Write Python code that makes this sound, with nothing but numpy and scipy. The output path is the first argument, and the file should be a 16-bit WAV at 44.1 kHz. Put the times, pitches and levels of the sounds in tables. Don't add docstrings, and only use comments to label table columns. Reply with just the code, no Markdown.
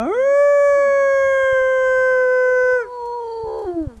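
import sys
import numpy as np
from scipy import signal
from scipy.fft import rfft, irfft
from scipy.io import wavfile
from scipy.ndimage import uniform_filter1d

SR = 44100
rng = np.random.default_rng(int(sys.argv[2]) if len(sys.argv) > 2 else 0)


def unload_audio(sound):
    columns = np.transpose(np.atleast_2d(sound))
    steps = np.round(np.clip(columns, -1, 1) * 32767)
    wavfile.write(sys.argv[1], SR, steps.astype(np.int16))


N = 176400
T = np.arange(N) / SR
BINS_HZ = np.arange(N // 2 + 1) * SR / N
TOP_HZ = 12200


# time_s, pitch_hz
LEAD_PITCH = [(0, 216.3), (.05, 244), (.075, 317), (.11, 391), (.15, 477), (.2, 519), (.255, 550.5),
              (.31, 561.5), (.42, 573.7), (.68, 571), (1, 554), (1.5, 529.3), (1.56, 522.8), (2.05, 516),
              (2.28, 507.6), (2.74, 504.1), (2.785, 495.4), (2.825, 458), (2.86, 400), (2.92, 360)]
# time_s, fundamental_db, overtone_gain_db
LEAD_LEVEL = [(0, -26, -21), (.06, -23.5, -24), (.11, -18, -23.5), (.14, -22.5, -14.5),
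              (.185, -15.5, -17.5), (.25, -15.5, -21), (.41, -11.5, -15.5), (.7, -13, -14), (1, -16, -15),
              (1.48, -16, -15), (1.62, -16, -15.5), (2.1, -16.5, -14.5), (2.75, -16.5, -14),
              (2.81, -21.5, -17), (2.85, -34, -32.5), (2.92, -54, -78.5)]
# time_s, jitter_share_of_pitch
GRUFF_JITTER = [(0, 0.011), (.045, 0.0041), (.06, 0.051), (.08, 0.0025), (.13, 0.012), (.19, 0.0015)]
# frequency_hz, relative_db
BREATH_SPECTRUM = [(250, -31), (550, 23.5), (850, -17), (1500, 8), (2200, -10), (2650, -33.5), (3300, -4),
                   (3900, -13.5), (4900, -26.5), (6400, -6), (8000, -7.5), (9500, -13.5), (12000, -19)]

def lead_wolf():
    hz, = curve(LEAD_PITCH)
    base_db, overtone_db = curve(LEAD_LEVEL)
    jitter, = curve(GRUFF_JITTER)
    gruff = 1 - ramp(0.15, 0.27)
    hz = hz * (1 + 0.0016 * walk(14))
    phase = cycle(hz * (1 + (0.00022 + jitter) * walk(300)))
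    upper = overtones(hz, phase, lambda f, at: lead_throat(f, at, gruff), orders=range(2, 34))
    upper *= undb(overtone_db + 0.42 * walk(25))
    breath = noise(BREATH_SPECTRUM) * (1 + 0.2 * np.cos(phase))
    breath *= undb(-51 + base_db - base_db.max() + 7 * gruff + walk(36))
    return undb(base_db) * partial(phase) + upper + breath


# centre_hz, half_width_hz, muzzle_level_db, muzzle_raised_db
HOWL_RESONANCES = [(1110, 210, -13.5, -16.5), (1526, 183, -8, -9), (2173, 175, -19.5, -26),
                   (3165, 86, -27, -40), (3466, 200, -56.5, -54.5), (4442, 130, -43.5, -77.5),
                   (5115, 110, -54, -37), (5524, 290, -43.5, -59), (6080, 340, -54.5, -41.5),
                   (6570, 380, -34.5, -53.5), (7803, 310, -41, -49.5), (8596, 100, -43.5, -78.5),
                   (9860, 130, -55.5, -62), (10770, 280, -52.5, -57.5), (11900, 200, -58, -67)]
# centre_hz, half_width_hz, gain_db
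GRUFF_RESONANCES = [(640, 155, -1), (1278, 130, -8), (2060, 82, -16.5), (1950, 280, -31),
                    (3300, 110, -29.5), (6150, 470, -42), (8400, 300, -43)]

def lead_throat(hz, at, gruff):
    lift = ramp(1.13, 3.03)[at]
    howl = [(centre, width, level_db + (raised_db - level_db) * lift)
            for centre, width, level_db, raised_db in HOWL_RESONANCES]
    shift_hz = 425 * (1 - ramp(0.017, 0.11)[at])
    start = list(GRUFF_RESONANCES)
    centre, width, db = start[2]
    start[2] = (centre + shift_hz, width, db - 0.012 * shift_hz)
    return formants(hz, howl) * (1 - gruff[at]) + formants(hz, start) * gruff[at]


# time_s, pitch_hz, flutter_share_of_pitch
SECOND_PITCH = [(2.42, 446, 0), (2.52, 484, 0.026), (2.7, 473.7, 0.0058), (2.92, 489.8, 0.016),
                (3.04, 474, 0.012), (3.17, 479, 0.01), (3.27, 456, 0.025), (3.43, 445.2, 0.035),
                (3.49, 410.2, .25), (3.615, 403.5, 0.27), (3.632, 398, 0), (3.648, 406, 0.266),
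                (3.664, 383.6, 0.018), (3.676, 356.6, 0.041), (3.76, 337.7, 0.012), (3.835, 308.2, 0.011),
                (3.885, 257, 0.017), (3.92, 232, 0.0033), (4, 212.6, 0)]
# time_s, fundamental_db, octave_db, overtone_gain_db
SECOND_LEVEL = [(2.42, -57, -76.5, -98), (2.48, -34, -59, -79), (2.6, -42.5, -59.5, -69),
                (2.73, -38, -44, -70), (2.86, -35.5, -39.5, -61), (2.93, -33, -31.5, -52),
                (3.03, -28.5, -28, -53.5), (3.16, -28.5, -27.5, -52.5), (3.3, -27.5, -33.5, -53),
                (3.44, -26.5, -33.5, -54), (3.61, -27, -34.5, -49), (3.655, -28, -36, -48.5),
                (3.69, -20, -35.5, -48.5), (3.745, -31.5, -33.5, -53), (3.775, -18.5, -34, -54),
                (3.82, -22, -36.5, -55), (3.87, -38.5, -41, -58), (3.93, -45.5, -46, -58.5),
                (4, -48, -67, -90)]
# centre_hz, half_width_hz, gain_db
SECOND_RESONANCES = [(850, 410, -1), (1515, 260, -6), (3233, 86, -8.5), (4000, 90, -11), (4333, 72, -2.5),
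                     (4518, 32, -1.5), (6080, 200, -17.5), (7200, 150, -18.5)]

def second_wolf(flutter_hz=72, quiver_hz=29.16, octave_cutoff_hz=1030):
    hz, depth = curve(SECOND_PITCH)
    base_db, octave_db, overtone_db = curve(SECOND_LEVEL)
    dull = ramp(3.59, 3.686)
    flutter_phase = cycle(flutter_hz * (1 + 0.07 * walk(60)))
    kick = abs(np.sin(flutter_phase / 2)) ** 6.6 * (1 + 0.18 * walk(70))
    kick_swing = kick - kick.mean()
    quiver_phase = cycle(quiver_hz * (1 + 0.153 * walk(26)))
    quiver = 0.012 * (T > 3.2) * (1 - dull) * np.sin(quiver_phase)
    hz = hz * (1 + depth * kick + quiver + 0.0023 * walk(22))
    jitter = 0.0029 + 0.015 * depth
    phase = cycle(hz * (1 + jitter * walk(350)))

    def treble_loss(f, at):
        return undb(-13 * dull[at] * np.clip(f / 2000 - 1, 0, 1))

    upper = overtones(hz, phase, treble_loss, orders=range(3, 20)) * undb(overtone_db + 2 * walk(45))
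    upper = colour(upper, formants(BINS_HZ, SECOND_RESONANCES))
    octave = undb(octave_db + 0.5 * walk(30) + 14 * depth * kick_swing) * partial(2 * phase)
    octave = colour(octave, 1 / np.hypot(1, (BINS_HZ / octave_cutoff_hz) ** 20))
    swell = 1 + 0.35 * depth / depth.max() * kick_swing
    return undb(base_db + 0.22 * walk(30)) * swell * partial(phase) + octave + upper


# time_s, pitch_hz, level_db
FAR_HOWL = [(.15, 366, -55), (.35, 409, -62), (.6, 406, -80.5), (.85, 396.7, -55.5), (1.1, 378, -72.5),
            (1.35, 362.5, -60), (1.6, 360.6, -75), (2.2, 347.5, -61), (2.45, 340, -67.5)]
# time_s, pitch_hz, level_db
FAR_MOANS = [
    [(.1, 259, -61.5), (.17, 241, -47.5), (.26, 229, -52), (.33, 362, -43.5), (.38, 404, -66)],
    [(.73, 287, -69), (.78, 324, -43.5), (.82, 285, -53), (.885, 220, -43), (.94, 274, -56),
     (1.03, 260, -51.5), (1.1, 239, -57.5), (1.16, 235, -71.5)],
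    [(2.17, 259, -62.5), (2.24, 291, -55), (2.31, 310, -59.5), (2.39, 279.6, -63)],
]

def far_wolf(call):
    hz, db = curve(call)
    phase = cycle(hz * (1 + 0.0064 * walk(30)))
    tone = partial(phase) + undb(-15) * partial(2 * phase)
    return gate(call) * undb(db + walk(12)) * tone


# start_s, level_db
LITTER_TICKS = [(2.495, -56), (3.055, -51), (3.589, -53), (3.62, -56), (3.824, -60), (3.97, -54)]
# frequency_hz, relative_db
LITTER_SPECTRUM = [(800, -19.5), (2000, -3.5), (5000, -2), (9000, -1.5), (12000, -7)]

def litter(decay_s=0.009):
    envelope = sum(undb(db) * (T > start) * np.exp(-abs(T - start) / decay_s)
                   for start, db in LITTER_TICKS)
    return noise(LITTER_SPECTRUM) * envelope


# peak_time_s, centre_hz, peak_db
MIC_THUMPS = [(0.171, 65, -45), (0.319, 71, -54.5), (0.699, 70.9, -45), (.8, 55.3, -41), (1.145, 72, -40),
              (1.268, 90, -36.5), (1.44, 62.4, -33.5), (1.53, 81, -25.5), (1.616, 52.9, -34.5),
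              (1.788, 60, -42), (1.989, 85.2, -38), (2.399, 55.2, -46.5), (2.5, 65.5, -41), (2.64, 70, -40),
              (2.734, 75, -36.5), (3.44, 96, -27), (3.48, 55.16, -33.5), (3.655, 55, -28),
              (3.745, 85, -29.5), (3.819, 45, -27), (3.875, 85, -14), (3.979, 44.8, -32)]

def mic_thumps(half_width_cycles=0.38):
    thumps = 0
    for peak_s, hz, db in MIC_THUMPS:
        cycles = (T - peak_s) * hz
        envelope = undb(db) * np.exp(-(cycles / half_width_cycles) ** 2)
        thumps += envelope * np.cos(2 * np.pi * cycles + rng.uniform(0, 2 * np.pi))
    return thumps


# frequency_hz, relative_db
WIND_SPECTRUM = [(20, -15.5), (42, 1.5), (70, 0), (120, -12), (200, -12.5), (400, -37), (1000, -69.5)]

def wind():
    return noise(WIND_SPECTRUM) * undb(-54 + 4 * walk(11))


# frequency_hz, relative_db
OPEN_AIR_SPECTRUM = [(30, -6.5), (150, -10.5), (400, -3), (900, -2), (1800, -14.5), (3000, -19),
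                     (6000, -22.5), (9000, -21.5), (12000, -31)]

def open_air():
    return noise(OPEN_AIR_SPECTRUM) * undb(-55.5 + walk(6.2))


def with_echo(sound, t60_s=0.25, echo_db=-24):
    tail = noise([(100, -7.5), (1500, 2.5), (10000, -7)]) * undb(-60 * T / t60_s) * ramp(0.005, 0.015)
    tail /= np.sqrt(np.sum(tail ** 2))
    return sound + undb(echo_db) * signal.fftconvolve(sound, tail)[:N]


def overtones(hz, phase, gain, orders):
    at = np.arange(0, N, 40)
    total = 0
    for k in orders:
        shimmer = undb(2.2 * min((k - 1) / 10, 1) * walk(8.99)[at])
        weight = shimmer * gain(k * hz[at], at) * (k * hz[at] < TOP_HZ)
        total += np.interp(T, T[at], weight) * np.cos(k * phase)
    return np.sqrt(2) * total


def formants(hz, resonances):
    return sum(undb(db) / (1 + ((hz - centre) / width) ** 2 / 2) ** 2
               for centre, width, db in resonances)


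def cycle(hz):
    return 2 * np.pi * np.cumsum(hz) / SR


def partial(phase):
    return np.sqrt(2) * np.sin(phase)


def noise(spectrum):
    hz, db = np.array(spectrum, float).T
    gain = undb(np.interp(np.log(BINS_HZ + 1), np.log(hz), db))
    shaped = irfft(rfft(rng.standard_normal(N)) * gain, N)
    return shaped / shaped.std()


def colour(sound, gain):
    padded_gain = np.interp(np.arange(N + 1) / 2, np.arange(len(gain)), gain)
    return irfft(rfft(sound, 2 * N) * padded_gain, 2 * N)[:N]


def walk(rate_hz):
    hold = max(int(SR / rate_hz), 1)
    steps = np.repeat(rng.standard_normal(N // hold + 1), hold)
    smooth = uniform_filter1d(uniform_filter1d(steps, hold), hold)[:N]
    return smooth / smooth.std()


def curve(rows):
    times, *columns = np.array(rows, float).T
    return [uniform_filter1d(np.interp(T, times, col), size=500, mode="nearest") for col in columns]


def ramp(start_s, end_s):
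    return np.clip((T - start_s) / (end_s - start_s), 0, 1)


def gate(rows):
    return uniform_filter1d(1.0 * (T > rows[0][0]) * (T < rows[-1][0]), size=900)


def undb(db):
    return 10 ** (np.asarray(db) / 20)


def scene():
    near = lead_wolf() * (1 - ramp(2.86, 2.93)) + second_wolf() * gate(SECOND_LEVEL)
    pack = near + far_wolf(FAR_HOWL) + sum(far_wolf(moan) for moan in FAR_MOANS)
    return (with_echo(pack + litter()) + mic_thumps() + wind() + open_air())[None]


def record(dry):
    return signal.sosfilt(signal.ellip(8, 0.2, 70, TOP_HZ, fs=SR, output="sos"), dry)


dry = scene()
out = record(dry)
unload_audio(out)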